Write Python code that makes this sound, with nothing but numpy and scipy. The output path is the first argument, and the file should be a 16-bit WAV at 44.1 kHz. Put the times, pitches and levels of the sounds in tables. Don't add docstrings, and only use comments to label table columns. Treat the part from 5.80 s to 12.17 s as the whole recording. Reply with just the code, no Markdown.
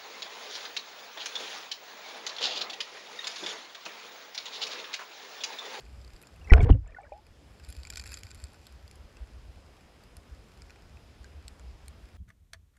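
import sys
import numpy as np
from scipy import signal
from scipy.fft import rfft, irfft
from scipy.io import wavfile
from scipy.ndimage import uniform_filter1d

SR = 44100
rng = np.random.default_rng(int(sys.argv[2]) if len(sys.argv) > 2 else 0)


def attenuation_scalar(level_db):
    decades = np.asarray(level_db, float) / 20
    return 10 ** decades


def generate_wav(signal):
    frames = np.transpose(np.atleast_2d(signal))
    scaled = np.clip(frames, -1, 1) * 32767
    pcm = np.round(scaled).astype(np.int16)
    wavfile.write(sys.argv[1], SR, pcm)


N = 280917

# middle_s, peak_db, pitch_hz, half_length_ms
SURGES = [(.089, -38, 68.6, 17), (.126, -45.5, 62, 120), (.35, -42.5, 38, 13), (1.03, -30.5, 38, 48),
          (1.124, -40, 35.3, 27), (1.348, -44, 60, 13), (1.512, -40.5, 59, 6), (1.897, -39, 59, 18),
          (1.991, -35, 62.6, 17), (2.21, -43, 68.6, 13), (2.301, -42.5, 62.4, 60), (2.453, -37.5, 78.5, 11),
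          (2.553, -45, 76, 13), (2.643, -33.5, 69.5, 12), (2.936, -44.5, 64, 28), (3.051, -42.5, 75, 14),
          (3.209, -41, 62, 15), (3.256, -41.5, 63.4, 9.7), (3.428, -34, 55, 18), (3.566, -42, 61, 32),
          (3.658, -44, 57.7, 28), (3.771, -40.5, 55.6, 13), (4.378, -48, 65, 15), (4.529, -39.5, 62, 17),
          (4.826, -44.5, 68.5, 10), (5.153, -44.5, 67, 18), (5.415, -39.5, 63.6, 11), (5.576, -43, 71, 34),
          (5.726, -43, 69, 12), (5.869, -41.5, 62, 57), (6.093, -41, 71, 17), (6.347, -43, 80, 19)]
# time_s, level_db
RUMBLE = [(0, -55), (.25, -53), (.46, -69), (.58, -50), (.95, -40), (1.06, -53.5), (1.58, -57.5),
          (2.04, -51), (2.77, -59.5), (3.62, -54.5), (3.94, -61), (4.58, -58), (5.46, -54.5), (6.37, -56)]
RUMBLE_HZ, RUMBLE_WIDTH_HZ = 62, 45
EDDIES_PER_S, EDDY_ABOVE_DB = 7, 9.5
EDDY_HZ, EDDY_SPREAD, EDDY_MS = 65.4, .12, 12.4

# pitch_hz, relative_level_db (per Hz)
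HISS_COLOUR = [(59, -12), (100, -6), (140, -4.5), (627, -11.5), (936, -15.5), (2630, -19.5), (3930, -23.5),
               (4960, -24), (6120, -28.5), (7250, -29.5), (9150, -34.5), (10400, -33.5), (14500, -42.5),
               (15500, -33)]
HISS_DB = -59.5
# pitch_hz, width_hz, level_db
WHISTLE = (5050, 100, -78.5)

# start_s, level_db, low_modes_db, top_modes_db, chatter_ms
TICKS = [(.2144, -59, -8.5, -30, 1.9), (.4157, -51, -6, 16, 1.7), (.426, -48, -1, 30, .77),
         (1.797, -54, 11, -8, 2.6), (1.8481, -48.5, 2, 0, 1.2), (1.8874, -49, 6, 13, 3.4),
         (1.9007, -46.5, -13, 12, 4.1), (1.925, -45, -17, 2, 1.4), (2.0331, -44.5, -12, -20, 0.6),
         (2.0507, -43.5, 10, -9, 0.57), (2.0705, -46, 7, -22, 2.1), (2.1017, -35.5, -0.5, -2, 2.3),
         (2.125, -46, 11, -20, .48), (2.1358, -44, -1, -5.5, 1.2), (2.1579, -38.5, -11, -9, 0.97),
         (2.1716, -35.5, 2.5, -1, 2), (2.178, -43, -17, -11, 3), (2.1962, -39, -1, -14, 2.7),
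         (2.2124, -49, 1, -8, 2.8), (2.2381, -41.5, 1, -2, 1.3), (2.258, -45, 10, -2, 1),
         (2.2651, -46, 7.5, 10, 2.2), (2.2747, -45, -6, -19, 1.2), (2.3186, -39, 4, 8, 2.8),
         (2.3292, -44.5, 10, 2, 4), (2.3404, -38.5, -10, -14, 3.3), (2.3715, -44, 5, 0.5, 2.5),
         (2.4338, -40.5, -15, 2, .45), (2.468, -47.5, -3, 0, 1.1), (2.506, -51, 2, -9, 1.7),
         (2.5141, -44.5, 6, -15, .37), (2.5466, -47.5, -2, 17, 1.1), (2.6394, -42.5, -3, -13, 1.1),
         (2.7333, -55.5, -9, 20, .84), (2.868, -51.5, 6, 15, 0.72), (3.0781, -52, -8, -7, 2.1),
         (3.112, -50, -1, 3, 1.1), (3.156, -55, -6, 11, 2.2), (3.3689, -53, 18, -10, 1.6),
         (4.2363, -56.5, -13, 5, 3.2), (4.3674, -47, -8, 12, 1.9), (4.82, -47.5, 4, -13, 0.52),
         (4.897, -51.5, 14, -23, 0.4), (4.9052, -49, 8, -20, 0.64), (4.959, -55.5, 23, -19, 2),
         (5.17, -56, 17, -19, 1.6), (5.4437, -48.5, 13, -9, 0.48), (5.6803, -40.5, -29, -6, 1.1),
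         (5.7957, -52, 0, -16, 0.75), (6.0814, -43.5, -14, 8, 1.04)]
PEBBLE_COUNT, PEBBLE_DB, PEBBLE_MS = 44, -57, 2.6
PEBBLE_SPREAD_DB, PEBBLE_COLOUR_DB = 3.5, 10.5
# time_s, level_db
GRIT = [(0, -100), (1.6, -114), (1.9, -90), (2.02, -93), (2.2, -85), (2.36, -84), (2.45, -91), (2.9, -100),
        (3.2, -125), (4.9, -117), (6.37, -121)]
GRIT_PER_S = 320
STRAYS_PER_S, STRAY_DB = 9, -71
# pitch_hz, level_db, fall_by_60_db_s
SHELL = [(1513, -4.5, 0.054), (1975, -2, 0.0062), (2485, 6, 0.014), (3480, -6, 0.0068), (4630, 11, 0.0045),
         (4740, -1.5, 0.0069), (5080, 7.5, 0.0061), (6270, -0.5, 0.0048), (7330, 11.5, 0.0059),
         (8800, -10, 0.007), (9970, 9, 0.0026), (11490, 10.5, 0.0028), (12920, -25, 0.0093)]

# start_s, peak_db, first_pitch_hz, last_pitch_hz, fall_by_60_db_s
BUBBLES = [(.614, -45.5, 2750, 2900, .027), (.643, -52, 2620, 2620, .065), (.644, -43, 5900, 5600, 0.014),
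           (.674, -39.5, 2100, 2040, .04), (.698, -34, 2340, 2200, .11), (.701, -37, 5400, 5500, 0.013),
           (.7055, -22.5, 2010, 1860, 0.055), (.721, -10, 386, 420, .089), (.735, -8.5, 432, 440, .16),
           (.739, -14, 1390, 1430, 0.051), (.758, -12.5, 640, 700, 0.093), (.7775, -31, 5150, 5100, .019),
           (.787, -25, 1480, 1500, 0.044), (.797, -15, 686, 730, .098), (.805, -12, 430, 395, 0.094),
           (.805, -13.5, 2310, 2180, 0.039), (.805, -19, 3400, 3400, 0.014), (.828, -1.5, 112, 136, .11),
           (.85, -14.5, 440, 555, 0.17), (.899, -4.5, 285, 274, 0.057), (.9, -13.5, 766, 820, 0.034),
           (.9035, -23, 2920, 3100, .022), (.924, -6.5, 127, 101, 0.17), (.926, -25.5, 2880, 2830, .016),
           (.94, -23.5, 258, 301, 0.17), (.947, -26, 510, 530, 0.072), (1.065, -41.5, 700, 520, 0.046),
           (1.0755, -31, 7140, 7500, .0078), (1.08, -45, 1750, 1840, 0.1), (1.09, -41.5, 576, 740, .068),
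           (1.121, -46, 2374, 2370, .042), (1.146, -30.5, 1880, 1750, 0.027),
           (1.163, -33.5, 1485, 1460, .076), (1.185, -31.5, 781, 840, 0.09),
           (1.185, -49.5, 1730, 1770, 0.12), (1.2, -43, 700, 830, 0.12), (1.216, -43, 8040, 8000, 0.0094),
           (1.232, -46, 2290, 2290, .034), (1.233, -49, 595, 494, 0.25), (1.266, -39.5, 1670, 1620, 0.031),
           (1.319, -34.5, 557, 833, 0.2), (1.32, -35, 800, 856, 0.22), (1.324, -42.5, 2450, 2380, .031)]
# first_s, last_s, lowest_pitch_hz, highest_pitch_hz, loudest_db
WAKE = (1.055, 1.29, 450, 2600, -45.5)

# start_s, level_db, push_ms, stiffness (pitch factor), direction (1 or -1)
BLOWS = [(.718, 9.5, 2.9, .93, -1), (.7204, 5.1, 2.8, 1.1, -1), (.7307, 13.6, 13, .95, 1),
         (.7929, 2.2, 3.8, 1.11, 1), (.8059, -2.1, 2.9, .8, -1), (.8397, -1.8, 2.3, 1.49, -1),
         (.8577, -5, 2.4, 1.18, 1), (.8979, 7.9, 13, 1.37, 1), (.9037, 9.7, 12.8, 1.1, -1),
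         (.9211, 3.1, 7.5, 1.11, 1)]
# pitch_hz, level_db, fall_by_60_db_s
ROCK = [(49.5, -11, .286), (65.5, 0, .305), (105.6, -16.9, .267), (203, -12.2, .056)]
# time_s, level_db
CHURN = [(.6, -74), (.716, -42.5), (.722, -2.5), (.74, -16.5), (.855, -28), (.89, -30), (.903, -16),
         (.918, -33), (1.0, -65), (1.08, -52.5), (1.4, -74)]
# pitch_hz, width_hz, level_db
BODY = [(178, 21, 8.5), (285, 30, 10), (448, 66, 12.5), (520, 40, -15), (700, 190, 12), (884, 73, -33),
        (1478, 46, 0)]
# start_s, length_ms, low_level_db, bright_level_db
SPLASHES = [(.676, 2.7, -43, -64), (.719, 29, -23.5, -34.5), (.73, 8.9, -10.5, -50), (.765, 6, -29, -46),
            (.81, 12, -31, -43), (.824, 9.9, -26, -33.5), (.832, 22, -25.5, -42), (0.901, 4.2, -19, -47),
            (.911, 2.6, -23, -33), (0.945, 3, -42, -73), (1.06, 68, -54, -72), (1.148, 2.8, -52, -70)]

DUCK_ABOVE_DB, DUCK_SHARE = -10, .6
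PEAK_FALL_DB_PER_S = 25.5
TOP_HZ = 14500


def filt(x, lo_hz, hi_hz, order=2):
    sos = signal.butter(order, [lo_hz, min(hi_hz, .45 * SR)], "band", fs=SR, output="sos")
    return signal.sosfilt(sos, x)


def noise(db=0):
    return attenuation_scalar(db) * rng.standard_normal(N)


def unit(x):
    return x / np.sqrt(np.mean(x ** 2))


def curve(rows):
    s, *cols = np.transpose(rows)
    return [np.interp(np.arange(N) / SR, s, c) for c in cols]


def ring(hz, t60, last_hz=None):
    t = np.arange(int(t60 * SR)) / SR
    pitch = np.interp(t, [0, t60 / 3], [hz, last_hz or hz])
    return np.sin(2 * np.pi * np.cumsum(pitch) / SR) * 1000 ** (-t / t60)


def add(out, s, grain):
    i = max(int(s * SR), 0)
    out[i:i + len(grain)] += grain[:N - i]


def walk(rate):
    k = int(SR / rate)
    steps = np.repeat(rng.standard_normal(N // k + 1), k)
    return 1.17 * uniform_filter1d(steps, k)[:N]


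def current():
    out = np.zeros(N)
    rumble_db = curve(RUMBLE)[0]
    small = []
    for a, b, c in rng.random((EDDIES_PER_S * N // SR, 3)):
        peak_db = rumble_db[int(a * N)] + EDDY_ABOVE_DB
        hz = EDDY_HZ * (1 + EDDY_SPREAD * (2 * b - 1))
        small.append((a * N / SR, peak_db, hz, EDDY_MS * (.5 + c)))
    eddies = SURGES + small
    t = np.arange(-.15, .15, 1 / SR)
    for (s, db, hz, ms), turn in zip(eddies, rng.random((len(eddies), 1))):
        swell = np.exp(-(1000 * t / ms) ** 2)
        add(out, s + t[0], attenuation_scalar(db) * swell * np.sin(2 * np.pi * (hz * t + turn)))
    half = RUMBLE_WIDTH_HZ / 2
    rumble = unit(filt(noise(), RUMBLE_HZ - half, RUMBLE_HZ + half))
    return out + rumble * attenuation_scalar(rumble_db)


def hiss():
    f = np.maximum(np.fft.rfftfreq(N, 1 / SR), 1)
    hz, db = np.transpose(HISS_COLOUR)
    spectrum = rfft(noise()) * attenuation_scalar(np.interp(np.log(f), np.log(hz), db))
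    place = np.log2(f / 100) * 2
    out = np.zeros(N)
    for k in range(-2, 16):
        share = np.clip(1 - abs(place - k), 0, 1)
        out += irfft(spectrum * share, N) * attenuation_scalar(1.1 * walk(16))
    return unit(out) * attenuation_scalar(HISS_DB)


def whistle():
    hz, width, db = WHISTLE
    return attenuation_scalar(db) * unit(filt(noise(), hz - width / 2, hz + width / 2, order=1))


def shell(db, low_db, top_db, z):
    out = np.zeros(SR // 10)
    for (hz, mode_db, t60), a, b in zip(SHELL, *z):
        group_db = low_db if hz < 3200 else top_db if hz > 8500 else 0
        add(out, 0, attenuation_scalar(db + mode_db + group_db + 3 * a) * ring(hz * (1 + .03 * b), t60))
    return out


def gravel():
    out = np.zeros(N)
    grit_gain = attenuation_scalar(curve(GRIT)[0])
    t = np.arange(SR // 40) / SR
    chance = np.cumsum(grit_gain) / grit_gain.sum()
    when = np.searchsorted(chance, rng.random(PEBBLE_COUNT)) / SR
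    weak = []
    for s, (a, b, c) in zip(when, rng.standard_normal((PEBBLE_COUNT, 3))):
        level_db = PEBBLE_DB + PEBBLE_SPREAD_DB * a
        weak.append((s, level_db, PEBBLE_COLOUR_DB * b, PEBBLE_COLOUR_DB * c, PEBBLE_MS))
    stones = TICKS + weak
    for (s, db, low_db, top_db, ms), z in zip(stones, rng.standard_normal((len(stones), len(t)))):
        knock = z * np.exp(-t * 1000 / max(ms, .2)) * np.minimum(t / 0.00044, 1)
        tick = np.convolve(knock, shell(0, low_db, top_db, z[-26:].reshape(2, 13)))
        loudest = np.sqrt(uniform_filter1d(tick ** 2, size=44).max() / 2)
        add(out, s, attenuation_scalar(db) * tick / loudest)
    hits = rng.random(N) < GRIT_PER_S / SR
    sizes = hits * attenuation_scalar(1.8 * rng.exponential(size=N)) * np.sign(noise())
    stray_hits = rng.random(N) < STRAYS_PER_S / SR
    strays = stray_hits * attenuation_scalar(STRAY_DB + 6 * (rng.random(N) - .5))
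    strike = shell(0, 1.8, -0.5, np.zeros((2, 13)))
    grit = signal.fftconvolve(unit(sizes) * grit_gain + strays, strike)[:N]
    return filt(out + grit, 1430, 10440, order=3)


def bubbles():
    first, last, lo_hz, hi_hz, wake_db = WAKE
    swarm = []
    for a, b, c, d in rng.random((80, 4)):
        hz = lo_hz * (hi_hz / lo_hz) ** c
        swarm.append((first + a * (last - first), wake_db - 10 * b, hz, None, .015 + .035 * d))
    out = np.zeros(N)
    waver_db = 3.2 * walk(150)
    for s, db, hz, last_hz, t60 in BUBBLES + swarm:
        tone = ring(hz, t60, last_hz)
        life = np.arange(len(tone)) / len(tone)
        tone = tone * attenuation_scalar(waver_db[int(s * SR):][:len(tone)])
        soft_start = np.minimum(life * t60 / .0018, 1)
        drift_off = np.interp(life, [.25, .5], [1, 0])
        add(out, s, attenuation_scalar(db) * tone * soft_start * drift_off)
    return out


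def fish():
    out = np.zeros(N)
    for s, db, ms, stiff, way in BLOWS:
        push = np.hanning(int(ms * SR / 1000))
        for hz, mode_db, t60 in ROCK:
            rocking = np.convolve(ring(hz * stiff, t60 / stiff), push / push.sum())
            add(out, s, way * attenuation_scalar(db + mode_db) * rocking)
    rough = noise() * attenuation_scalar(4.7 * walk(250) + 2.9 * walk(60))
    body = np.zeros(N)
    for hz, width, db in BODY:
        body += attenuation_scalar(db) * unit(filt(rough, hz - width / 2, hz + width / 2, order=1))
    out += unit(filt(body, 80, 2260, order=3)) * attenuation_scalar(curve(CHURN)[0])
    low = unit(filt(rough, 540, 2580, order=3))
    bright = unit(filt(rough, 4600, 8900))
    for s, ms, low_db, bright_db in SPLASHES:
        shape = signal.windows.tukey(int(ms * SR / 1000), .5)
        here = slice(int(s * SR), int(s * SR) + len(shape))
        add(out, s, shape * (attenuation_scalar(low_db) * low[here] + attenuation_scalar(bright_db) * bright[here]))
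    return out


def scene():
    return (current() + hiss() + whistle() + gravel() + bubbles() + fish())[None]


def band_limit(x):
    return signal.sosfilt(signal.butter(12, 15690, fs=SR, output="sos"), x)


def record(dry):
    fall_db = PEAK_FALL_DB_PER_S * np.arange(N) / SR
    level_db = 20 * np.log10(np.abs(dry[0]) + 1e-9)
    held_db = np.maximum.accumulate(level_db + fall_db) - fall_db
    duck_db = DUCK_SHARE * np.maximum(held_db - DUCK_ABOVE_DB, 0)
    duck_db = uniform_filter1d(duck_db, size=90)
    clipped = np.clip(dry * attenuation_scalar(-duck_db), -1, 1)
    top = signal.butter(8, TOP_HZ, fs=SR, output="sos")
    return band_limit(signal.sosfilt(top, clipped))


dry = scene()
out = record(dry)
generate_wav(out)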